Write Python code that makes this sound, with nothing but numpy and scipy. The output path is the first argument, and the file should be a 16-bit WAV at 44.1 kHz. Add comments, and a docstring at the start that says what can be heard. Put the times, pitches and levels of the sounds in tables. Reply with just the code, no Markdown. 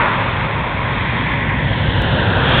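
"""On open grass, a jet airliner comes in low toward the listener, about to land.
Swirling exhaust rumbles, and air churned by the engines and body roars and hisses. The roar eases at
first, then all three swell as the jet nears. Sound bouncing off the field cancels some pitches, and
these gaps slide down as the jet looms higher. The whine of the fan blades comes through at the end.
A small, dull microphone picks up the jet. Three faint, dry ticks are heard near the end."""
import sys
import numpy as np
from scipy import signal
from scipy.fft import rfft, irfft
from scipy.io import wavfile
from scipy.ndimage import uniform_filter1d, map_coordinates

SR = 44100
rng = np.random.default_rng(int(sys.argv[2]) if len(sys.argv) > 2 else 0)


def persist_wave(psi):
    """Save psi, clipped to +-1, as 16-bit WAV."""
    counts = np.round(np.clip(psi, -1, 1) * 32767).astype(np.int16)
    wavfile.write(sys.argv[1], SR, np.atleast_2d(counts).T)


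N = 114660  # 2.6 s


def undb(db):
    """Turn decibels into a number to multiply by."""
    return 10 ** (np.asarray(db) / 20)


def noise(gain):
    """Random noise of strength 1 (rms); the function gain sets each frequency's share."""
    hz = np.arange(N // 2 + 1) * SR / N + 1e-3
    shaped = irfft(rfft(rng.standard_normal(N)) * gain(hz), N)
    return shaped / shaped.std()


def churning_air(spectrum, low_hz, high_hz):
    """The noise of churning air, shaped by (f/Hz, level/dB) rows and kept between two frequencies."""
    hz, db = np.array(spectrum).T

    def gain(f):
        shape = undb(np.interp(np.log(f), np.log(hz), db, right=-120))
        return shape / np.sqrt((1 + (low_hz / f) ** 24) * (1 + (f / high_hz) ** 24))
    return noise(gain)


# How loud each band (range of pitches) is as the jet nears. Columns: t/s, then level/dB for
# bands 0-5: deep rumble, upper rumble, low roar, middle roar, high roar, fan hiss
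BAND_LEVELS = [(0, -23.5, -27.0, -22, -15, -19.5, -32), (0.12, -25, -27, -25.0, -18.5, -24, -32.5),
               (0.3, -21.5, -30, -27.5, -24, -25.5, -33), (0.5, -21.5, -30.5, -27.5, -24.5, -26.5, -35.5),
               (0.75, -24, -30, -28.5, -25.5, -27.5, -37), (0.95, -20.5, -27.5, -28.5, -25, -25, -34.0),
               (1.28, -22.5, -25.5, -30.5, -25.5, -23, -32), (1.52, -19.5, -26.5, -30, -27.0, -23, -38.5),
               (1.7, -18, -25.5, -28, -28.5, -26, -31.5), (1.9, -16, -26.5, -27.5, -27.5, -27.5, -28.5),
               (2.15, -17.5, -23.5, -23, -23.5, -27.5, -27), (2.38, -17, -24.5, -21.5, -20, -27, -28.5),
               (2.58, -16.5, -21.5, -20, -18.5, -20.5, -23)]
def ease_and_swell(sound, t, band):
    """Even out a noise over quarter seconds, then make it follow its band's loudness."""
    rows = np.array(BAND_LEVELS)
    steady = sound / np.sqrt(uniform_filter1d(sound ** 2, size=SR // 4))
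    return steady * undb(np.interp(t, rows[:, 0], rows[:, band + 1]))


# The mix of pitches in the exhaust rumble. Columns: f/Hz, relative level/dB
RUMBLE_SPECTRUM = [(15, -38.5), (28, -19), (42, -9), (62, -2), (82, -8), (100, -1), (130, -.5), (165, -5.5),
                   (205, -10), (255, -10.5), (320, -16.5), (450, -28)]
def exhaust_rumble(t):
    """Big swirls in the exhaust make a deep rumble and an upper one."""
    split_hz = 170
    deep = churning_air(RUMBLE_SPECTRUM, 0, split_hz)
    upper = churning_air(RUMBLE_SPECTRUM, split_hz, SR)
    return ease_and_swell(deep, t, band=0) + ease_and_swell(upper, t, band=1)


# Where the low roar, middle roar, high roar and fan hiss begin. One column: f/Hz
ROAR_EDGES_HZ = [330, 850, 1650, 2750]
# The mix of pitches in the roar and hiss. Columns: f/Hz, relative level/dB
ROAR_SPECTRUM = [(250, -1), (400, -2.5), (540, 0), (700, -3), (850, -1.5), (960, 4), (1060, 0.5), (1160, 0),
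                 (1400, -0.5), (1900, 0), (2300, -3), (2600, -4.5), (2750, -7), (3000, -8.5), (3250, -6.5),
                 (3550, -6), (3800, -13.5), (4050, -21.5), (4300, -30), (4600, -48.5)]
def roar_and_hiss(t):
    """Air churned by the engines and body, heard both directly and off the grass."""
    out = np.zeros(N)
    ranges_hz = zip(ROAR_EDGES_HZ, ROAR_EDGES_HZ[1:] + [SR])
    for band, (low_hz, high_hz) in enumerate(ranges_hz, start=2):
        rush = churning_air(ROAR_SPECTRUM, low_hz, high_hz)
        out += ease_and_swell(add_grass_bounce(rush, t), t, band)
    return out


# How strongly the field bounces sound back. Columns: t/s, share (0 to 1)
GRASS_BOUNCE = [(0, .1), (.9, .28), (1.55, .52), (2.2, .56), (2.6, .36)]
def add_grass_bounce(sound, t):
    """The grass adds a dull, upside-down copy of the wave, which lags more as the jet looms higher."""
    jet_speed_m_s, sound_speed_m_s = 66, 343
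    start_m, altitude_m, mic_height_m = 450, 60, 0.78
    distance_m = np.hypot(start_m - jet_speed_m_s * t, altitude_m)
    lag_s = 2 * mic_height_m * altitude_m / distance_m / sound_speed_m_s
    share = np.interp(t, *np.array(GRASS_BOUNCE).T)
    dulled = uniform_filter1d(sound, size=9)
    delayed = map_coordinates(dulled, [(t - lag_s) * SR], order=1, mode="mirror")
    return sound - share * delayed


def blurred_tone(hz, width_hz):
    """A tone smeared over nearby pitches by its trip through moving air."""
    return noise(lambda f: np.exp(-2 * ((f - hz) / width_hz) ** 2))


# The faint tones of the engines. Columns: f/Hz, width/Hz, level/dB
ENGINE_TONES = [(1066, 44, -35), (1557, 33, -42.5), (544, 28, -44.5), (3220, 130, -43.5)]
def engine_tones(t):
    """The engines sing faintly the whole time, and their tones bounce off the grass too."""
    tones = sum(undb(db) * blurred_tone(hz, width_hz) for hz, width_hz, db in ENGINE_TONES)
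    return add_grass_bounce(tones, t)


def fan_whine(t):
    """The whine of the spinning fan blades rises out of the hiss as the jet gets close."""
    full_db, full_at_s, rise_db_per_s = -21, 2.56, 65
    level_db = full_db - rise_db_per_s * np.maximum(full_at_s - t, 0)
    return blurred_tone(hz=3236, width_hz=420) * undb(level_db)


# Three faint, dry ticks near the end. Columns: t/s, level/dB (before softening)
FAINT_TICKS = [(2.0208, -21), (2.4925, -28), (2.579, -28)]
def faint_ticks():
    """Each tick is one sharp spike with its highest pitches softened."""
    soft_above_hz = 6000
    spikes = np.zeros(N)
    for at_s, db in FAINT_TICKS:
        spikes[int(at_s * SR)] = undb(db)
    return signal.lfilter([1], [1, -np.exp(-2 * np.pi * soft_above_hz / SR)], spikes)


def scene():
    """All the sounds of the approaching jet, added into one channel."""
    t = np.arange(N) / SR
    return (exhaust_rumble(t) + roar_and_hiss(t) + engine_tones(t) + fan_whine(t))[None]


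def record(dry):
    """The small microphone rounds off the peaks and cuts the high pitches; then faint ticks are added."""
    drive, mic_top_hz, overall_top_hz = 0.84, 4500, 15800
    mic_filter = signal.ellip(10, 0.2, 85, mic_top_hz, fs=SR, output="sos")
    overall_filter = signal.ellip(8, 0.2, 70, overall_top_hz, fs=SR, output="sos")
    rounded = np.tanh(drive * dry) / drive
    dull = signal.sosfilt(mic_filter, rounded)
    return signal.sosfilt(overall_filter, dull + faint_ticks())


dry = scene()
out = record(dry)
persist_wave(out)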